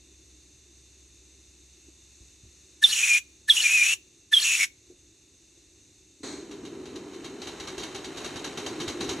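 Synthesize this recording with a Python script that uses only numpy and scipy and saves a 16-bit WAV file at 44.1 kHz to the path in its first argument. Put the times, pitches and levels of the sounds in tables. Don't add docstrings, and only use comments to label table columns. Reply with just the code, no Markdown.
import sys
import numpy as np
from scipy import signal
from scipy.fft import rfft, irfft, next_fast_len
from scipy.io import wavfile

SR = 44100
rng = np.random.default_rng(int(sys.argv[2]) if len(sys.argv) > 2 else 0)


def wav_record(signal):
    frames = np.transpose(np.atleast_2d(signal))
    bounded = np.clip(frames, -1, 1)
    quanta = np.round(bounded * 32767).astype(np.int16)
    wavfile.write(sys.argv[1], SR, quanta)


N = 405719
T = np.arange(N) / SR
F = np.maximum(np.fft.rfftfreq(next_fast_len(N), 1 / SR), 1)

# (opens [s], water clears [s], shuts [s], flow level [dB])
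PULLS = [(2.816, 2.885, 3.181, -25), (3.477, 3.53, 3.936, -24.3), (4.315, 4.395, 4.645, -24.5)]
LOW_MODE_HZ, HIGH_MODE_HZ = 1750, 4200


def undb(db):
    return 10 ** (np.asarray(db) / 20)


def curves(rows):
    time_s, *columns = np.transpose(rows)
    return [np.interp(T, time_s, column) for column in columns]


def colour(points, modes=()):
    hz, db = np.transpose(points)
    broad_db = np.interp(np.log(F), np.log(hz), db)
    modes_db = sum(peak_db / (1 + (2 * (F - f) / width_hz) ** 2) for f, width_hz, peak_db in modes)
    return undb(broad_db + modes_db)


def shaped(x, gain):
    size = next_fast_len(N)
    return irfft(rfft(x, size) * gain, size)[..., :N]


def turbulence(gain):
    # (frequency [Hz], side minus mid [dB])
    width = [(90, -39), (380, -24.5), (700, -2), (1200, -15.5), (2400, -20), (4500, -3), (6800, -19),
             (8500, -8.5), (11500, 6), (13000, 42)]
    spread = colour(width)
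    split = np.array([np.ones_like(spread), spread]) / np.hypot(1, spread)
    mid, side = shaped(rng.standard_normal((2, N)), gain * split)
    pair = np.array([mid + side, mid - side])
    return pair / pair.std()


def walk(rate_hz):
    x = shaped(rng.standard_normal(N), 1 / (1 + (F / rate_hz) ** 2))
    return x / x.std()


def ramp(t, rise_s):
    return np.sin(np.pi / 2 * np.clip(t / rise_s, 0, 1)) ** 2


def yard(x, near_db, far_db, near_t60_s, far_t60_s):
    t = T[:SR]
    tails = undb([-60 * t / near_t60_s, -60 * t / far_t60_s]) * ramp(t, rise_s=.008)
    near, far = tails / np.linalg.norm(tails, axis=1, keepdims=True)
    scatter = rng.standard_normal((2, SR)) * np.hypot(undb(near_db) * near, undb(far_db) * far)
    echo = signal.fftconvolve(x, scatter, axes=1)[:, :N]
    stone_hz, dull_hz = 750, 8000
    return x + shaped(echo, 1 / np.hypot(1, F / dull_hz) / np.hypot(1, stone_hz / F))


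def simmer():
    # (time [s], leak [dB], hum [dB])
    levels = [(0, -58, -61.5), (2.1, -56.5, -63), (2.7, -56.5, -68.5), (4.2, -59.5, -72.5), (6.2, -59, -77)]
    # (frequency [Hz], level [dB])
    leak_spectrum = [(500, -21), (1500, -21.5), (2100, -15.5), (3000, -13), (4200, -8), (5500, -11),
                     (6250, -5), (7600, -9.5), (9000, -15.5), (10000, -26), (11200, -16), (15500, -30)]
    rumble_spectrum = [(20, -26.5), (45, -0.5), (90, 0), (160, -9), (500, -17), (2000, -50.5)]
    flue_spectrum = [(100, -8.5), (220, -10.5), (310, 4.5), (380, 3), (470, -15), (650, -26.5),
                     (2000, -42.5)]
    # (frequency [Hz], width [Hz], gain [dB])
    leak_modes = [(2680, 260, 7.5), (3254, 500, -11), (3605, 220, 10), (6270, 440, 4.5)]
    leak_db, hum_db = curves(levels)
    leak = undb(leak_db + .4 * walk(rate_hz=6)) * turbulence(colour(leak_spectrum, leak_modes))
    draught = undb(-66.3 + 1.7 * walk(rate_hz=14)) * turbulence(colour(flue_spectrum))
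    hum_rms = undb(hum_db + walk(rate_hz=4))
    hum_hz = 65 * (1 + .012 * walk(rate_hz=3))
    hum = np.sqrt(2) * hum_rms * np.sin(2 * np.pi * np.cumsum(hum_hz) / SR)
    rumble = undb(-66.5) * turbulence(colour(rumble_spectrum))
    return leak + draught + hum + rumble


def bumps():
    # (time [s], pitch [Hz], relative level [dB], decay [s])
    knocks = [(1.881, 330, -48.5, .010), (2.207, 62.3, -49, 0.023), (2.434, 94, -42, 0.0082),
              (2.451, 69, -46, .018), (4.898, 358, -51, 0.03), (5.568, 339.6, -59.5, .015),
              (6.203, 300, -47, 0.0078)]
    out = np.zeros(N)
    for at_s, hz, db, decay_s in knocks:
        start = int(at_s * SR)
        t = T[start:] - at_s
        envelope = 2 * undb(db) * ramp(t, rise_s=.0065) * np.exp(-t / decay_s)
        out[start:] += envelope * np.sin(2 * np.pi * hz * t)
    return out * (1 + .5 * walk(rate_hz=120))


def beat_envelopes():
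    # (time [s], level [dB])
    beats = [ (6.509, -44), (6.649, -42), (6.853, -46), (6.955, -43), (7.132, -46.5), (7.242, -37),
             (7.415, -39), (7.469, -37), (7.597, -36), (7.671, -33.5), (7.777, -33.5), (7.83, -37.5),
             (7.944, -35.5), (8.042, -36), (8.168, -36), (8.243, -33), (8.355, -36.5), (8.441, -30.5),
             (8.571, -34), (8.66, -31.5), (8.798, -31.5), (8.876, -29), (9.004, -30), (9.089, -29)]
    decays_s = [.034, .028, .046, .031]
    puffs, tugs = np.zeros((2, N))
    for stroke, (at_s, db) in enumerate(beats):
        start = int(at_s * SR)
        t = T[start:] - at_s
        puffs[start:] += undb(db) * ramp(t, rise_s=.005) * np.exp(-t / decays_s[stroke % 4])
        tugs[start:] += undb(db - 8.5) * ramp(t, rise_s=.025) * np.exp(-t / .075)
    return puffs, tugs


def exhaust():
    # (time [s], relative roar [dB], relative blow-through [dB])
    levels = [(6.42, -44.5, -54), (6.68, -39.5, -52), (7.35, -42, -48), (7.65, -44.5, -43.5),
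              (8.1, -44, -44.5), (8.3, -40.5, -40.3), (8.54, -43, -42.5), (8.7, -36.5, -41.5),
              (9.2, -37, -40)]
    # (frequency [Hz], level [dB])
    puff_spectrum = [(35, -2), (100, 7.5), (600, -3), (1000, -2.5), (2000, -4), (3000, -5), (4000, 0.5),
                     (5000, -5), (6500, -2.5), (7600, -8), (9200, -16), (11000, -10), (12500, -17),
                     (15500, -22)]
    blow_spectrum = [(35, -4), (100, 1.5), (700, 9.5), (1500, 4), (2200, 2.5), (3000, -1.5), (4000, -3),
                     (5500, -2.5), (6600, -8.5), (7600, -9.5), (8800, -13), (9800, -18), (11300, -11),
                     (12500, -17), (15500, -18)]
    rush_spectrum = [(100, -1), (700, 1), (1500, -2.5), (2200, -1), (2900, -9), (3500, -4), (4100, 5.5),
                     (5400, -7), (6600, 2.5), (7400, -8), (7900, -4), (8900, -12), (9700, -22),
                     (11300, -16), (13000, -28)]
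    roar_spectrum = [(30, -46), (45, -24), (70, -16.5), (120, -15), (200, -12), (290, -1), (400, 0.5),
                     (470, -11.5), (580, -23.5), (1000, -29.5), (3000, -97)]
    # (frequency [Hz], width [Hz], gain [dB])
    puff_modes = [(770, 100, 8.5), (1090, 160, 5), (1600, 160, 4.5), (2240, 150, 7.5), (2370, 58, -4.5),
                  (2780, 230, 7.5), (3130, 160, 9.5), (3490, 81, -6.5), (3795, 250, 9), (4120, 160, 5),
                  (4650, 220, 8), (5820, 220, 7), (6430, 200, 6)]
    blow_modes = [(2750, 200, 3), (3070, 170, 7), (3350, 200, -6), (3730, 200, 8), (4080, 150, 10),
                  (6660, 220, 11.5), (7850, 250, 5), (8750, 300, 5)]
    open_s, fill_s = 6.229, .16
    roar_db, blow_db = curves(levels)
    regulator = ramp(T - open_s, rise_s=.0067)
    puffs, tugs = beat_envelopes()
    chuffs = puffs * undb(walk(rate_hz=56)) * turbulence(colour(puff_spectrum, puff_modes))
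    through_flow = regulator * undb(blow_db - 1.5 + walk(rate_hz=140))
    blow = through_flow * turbulence(colour(blow_spectrum, blow_modes))
    filling = regulator * undb(-39.5) * np.exp(-(np.maximum(T - open_s, 0) / fill_s) ** 2)
    rush = filling * turbulence(colour(rush_spectrum))
    draught = np.sqrt((regulator * undb(roar_db - 1)) ** 2 + tugs ** 2 + (1.05 * filling) ** 2)
    roar = draught * undb(.85 * walk(rate_hz=20)) * turbulence(colour(roar_spectrum))
    return chuffs + blow + rush + roar


def whistle_jet():
    # (frequency [Hz], level [dB])
    jet_spectrum = [(100, -18.5), (300, -18.5), (520, -24), (1000, -13), (1400, -11), (2200, -6),
                    (3500, 2.5), (4400, -1), (5500, 3.5), (7000, -1.5), (9000, -1), (10800, 1.5),
                    (12200, 1), (12900, -8.5), (15500, -13.5)]
    breath_spectrum = [(700, -43), (1600, -19), (2100, -8), (2700, 5), (3300, -8.5), (4500, -16),
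                       (5700, -4.5), (7100, -3), (8200, -8), (10000, -10.5), (13000, -18)]
    # (frequency [Hz], width [Hz], gain [dB])
    modes = [(5830, 270, 11.3), (6620, 240, 13), (7110, 300, 9), (7960, 240, 11)]
    dips = [(2170, 120, -4), (4370, 160, -3), (6330, 190, -9), (7520, 200, -7), (9500, 400, -4)]
    flow, breath = 0, 0
    for opens_s, clears_s, shuts_s, db in PULLS:
        closing = np.exp(-np.maximum(T - shuts_s, 0) / .009)
        valve = undb(db) * ramp(T - opens_s + .005, rise_s=.028) * closing
        flow += valve
        breath += valve * ramp(T - clears_s, rise_s=.057)
    hiss = undb(-5.5 + .9 * walk(rate_hz=40)) * flow * turbulence(colour(jet_spectrum, dips))
    breath *= undb(-3.8 + 2.2 * walk(rate_hz=35))
    return hiss + breath * turbulence(colour(breath_spectrum, modes + dips))


def pipe(hz, gain, max_rough=1):
    flutter, rasp, upper_flutter = (
        (walk(rate_hz) + 1j * walk(rate_hz)) / np.sqrt(2) for rate_hz in (220, 560, 260))
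    locked_db, rasp_gain, upper_ratio, upper_db = -16, .55, 2.45, -10
    weakness_db = np.maximum(locked_db - 20 * np.log10(gain + 1e-9), 0)
    rough = np.minimum(.14 + .07 * weakness_db, max_rough)
    jitter = (.010 + .015 * rough) * walk(rate_hz=240)
    phase = 2 * np.pi * np.cumsum(hz * (1 + jitter)) / SR
    shake = (flutter + rasp_gain * rasp) / np.hypot(1, rasp_gain)
    tone = (np.sqrt(1 - rough ** 2) + rough * shake) * np.exp(1j * phase)
    upper = rough * upper_flutter * np.exp(1j * upper_ratio * phase) / np.hypot(1, (hz / 3200) ** 8)
    return np.sqrt(2) * gain * (tone + undb(upper_db) * upper).real


def mode_envelope(at_s, length_s, hz, ring_s=.004):
    growth_cycles = 4.5
    growth = .5 + .5 * np.tanh((T - at_s - .003) * hz / (2 * growth_cycles))
    return growth * np.exp(-np.maximum(T - at_s - length_s, 0) / ring_s)


def squeaks():
    # (time [s], length [s], first pitch [Hz], settled pitch [Hz], level [dB])
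    overblows = [(2.836, .014, 3720, 3510, -8.5), (3.495, .014, 4300, 3270, -10),
                 (4.331, .013, 3850, 3330, -12), (4.363, .015, 3310, 3200, -14)]
    sag_s = .0055
    hz, gain = np.full(N, float(HIGH_MODE_HZ)), 0
    for at_s, length_s, first_hz, settled_hz, db in overblows:
        sag_hz = settled_hz + (first_hz - settled_hz) * np.exp(-np.maximum(T - at_s, 0) / sag_s)
        hz = np.where(T > at_s - sag_s, sag_hz, hz)
        gain += undb(db) * mode_envelope(at_s, length_s, settled_hz, ring_s=.009)
    return pipe(hz, gain)


def held_notes(choked):
    # (time [s], pitch [Hz], level [dB])
    notes = [
        [(2.918, 2880, -26), (2.936, 2880, -24), (2.946, 2900, -36), (2.988, 2710, -27), (3.022, 2480, -29),
         (3.038, 2510, -18), (3.068, 2480, -31), (3.104, 2420, -17), (3.18, 2460, -21)],
        [(3.558, 2860, -29), (3.582, 2880, -19), (3.592, 2880, -32), (3.606, 2940, -21), (3.624, 2530, -33),
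         (3.666, 2380, -16), (3.676, 2440, -29), (3.746, 2560, -17), (3.808, 2400, -24), (3.818, 2400, -16),
         (3.85, 2450, -26), (3.935, 2760, -25)],
        [(4.405, 3030, -30), (4.409, 3040, -27), (4.427, 2860, -40), (4.447, 2690, -27), (4.507, 2660, -23),
         (4.537, 2600, -28), (4.551, 2590, -22), (4.569, 2540, -32), (4.587, 2240, -36), (4.597, 2280, -25),
         (4.645, 2250, -21)],
    ]
    hz, gain = np.full(N, float(LOW_MODE_HZ)), 0
    for (opens_s, _, shuts_s, _), rows in zip(PULLS, notes):
        note_hz, db = curves(rows)
        start_s = rows[0][0]
        hz = np.where(T > opens_s, note_hz, hz)
        gain += undb(db) * mode_envelope(start_s, shuts_s - start_s, note_hz)
    return pipe(hz, gain * np.clip(1 - choked, 0, 1))


def whistle_tone():
    # (time [s], length [s], level [dB])
    slugs = [(2.888, .026, -28.5), (2.94, .014, -31), (3.615, .015, -26.5), (4.396, .005, -26),
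             (4.419, .014, -24.5)]
    # (frequency [Hz], left minus right [dB])
    pan = [(1700, 0.5), (2450, 1.2), (2900, 2.5), (3450, -3.8), (4200, 1)]
    pips = sum(mode_envelope(opens_s + .009, length_s=.0062, hz=LOW_MODE_HZ) for opens_s, *_ in PULLS)
    choked, spits = 0, 0
    for at_s, length_s, db in slugs:
        slug = mode_envelope(at_s, length_s, HIGH_MODE_HZ)
        choked += slug
        spits += undb(db) * slug
    low = pipe(LOW_MODE_HZ, undb(-16.5) * pips + undb(-13) * spits, max_rough=.25)
    high = pipe(HIGH_MODE_HZ, spits)
    tone = low + high + squeaks() + held_notes(choked)
    left_lag_s = 2e-5
    tilt = np.sqrt(colour(pan)) * np.exp(-1j * np.pi * F * left_lag_s)
    radiated = 1 / np.hypot(1, (1450 / F) ** 5)
    return shaped(tone, radiated * np.array([tilt, 1 / tilt]))


def scene():
    engine = whistle_tone() + whistle_jet() + exhaust()
    return yard(engine, near_db=-16.5, far_db=-34, near_t60_s=.16, far_t60_s=.55) + simmer() + bumps()


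def record(dry):
    notch_hz, width_hz, notch_db = 4970, 300, -12
    bottom_hz, top_hz = 38, 15800
    notch = undb(notch_db / (1 + (2 * (F - notch_hz) / width_hz) ** 2))
    low_cut = 1 / np.hypot(1, (bottom_hz / F) ** 4)
    high_cut = signal.ellip(8, .2, 70, top_hz, fs=SR, output="sos")
    return signal.sosfilt(high_cut, shaped(dry, notch * low_cut))


dry = scene()
out = record(dry)
wav_record(out)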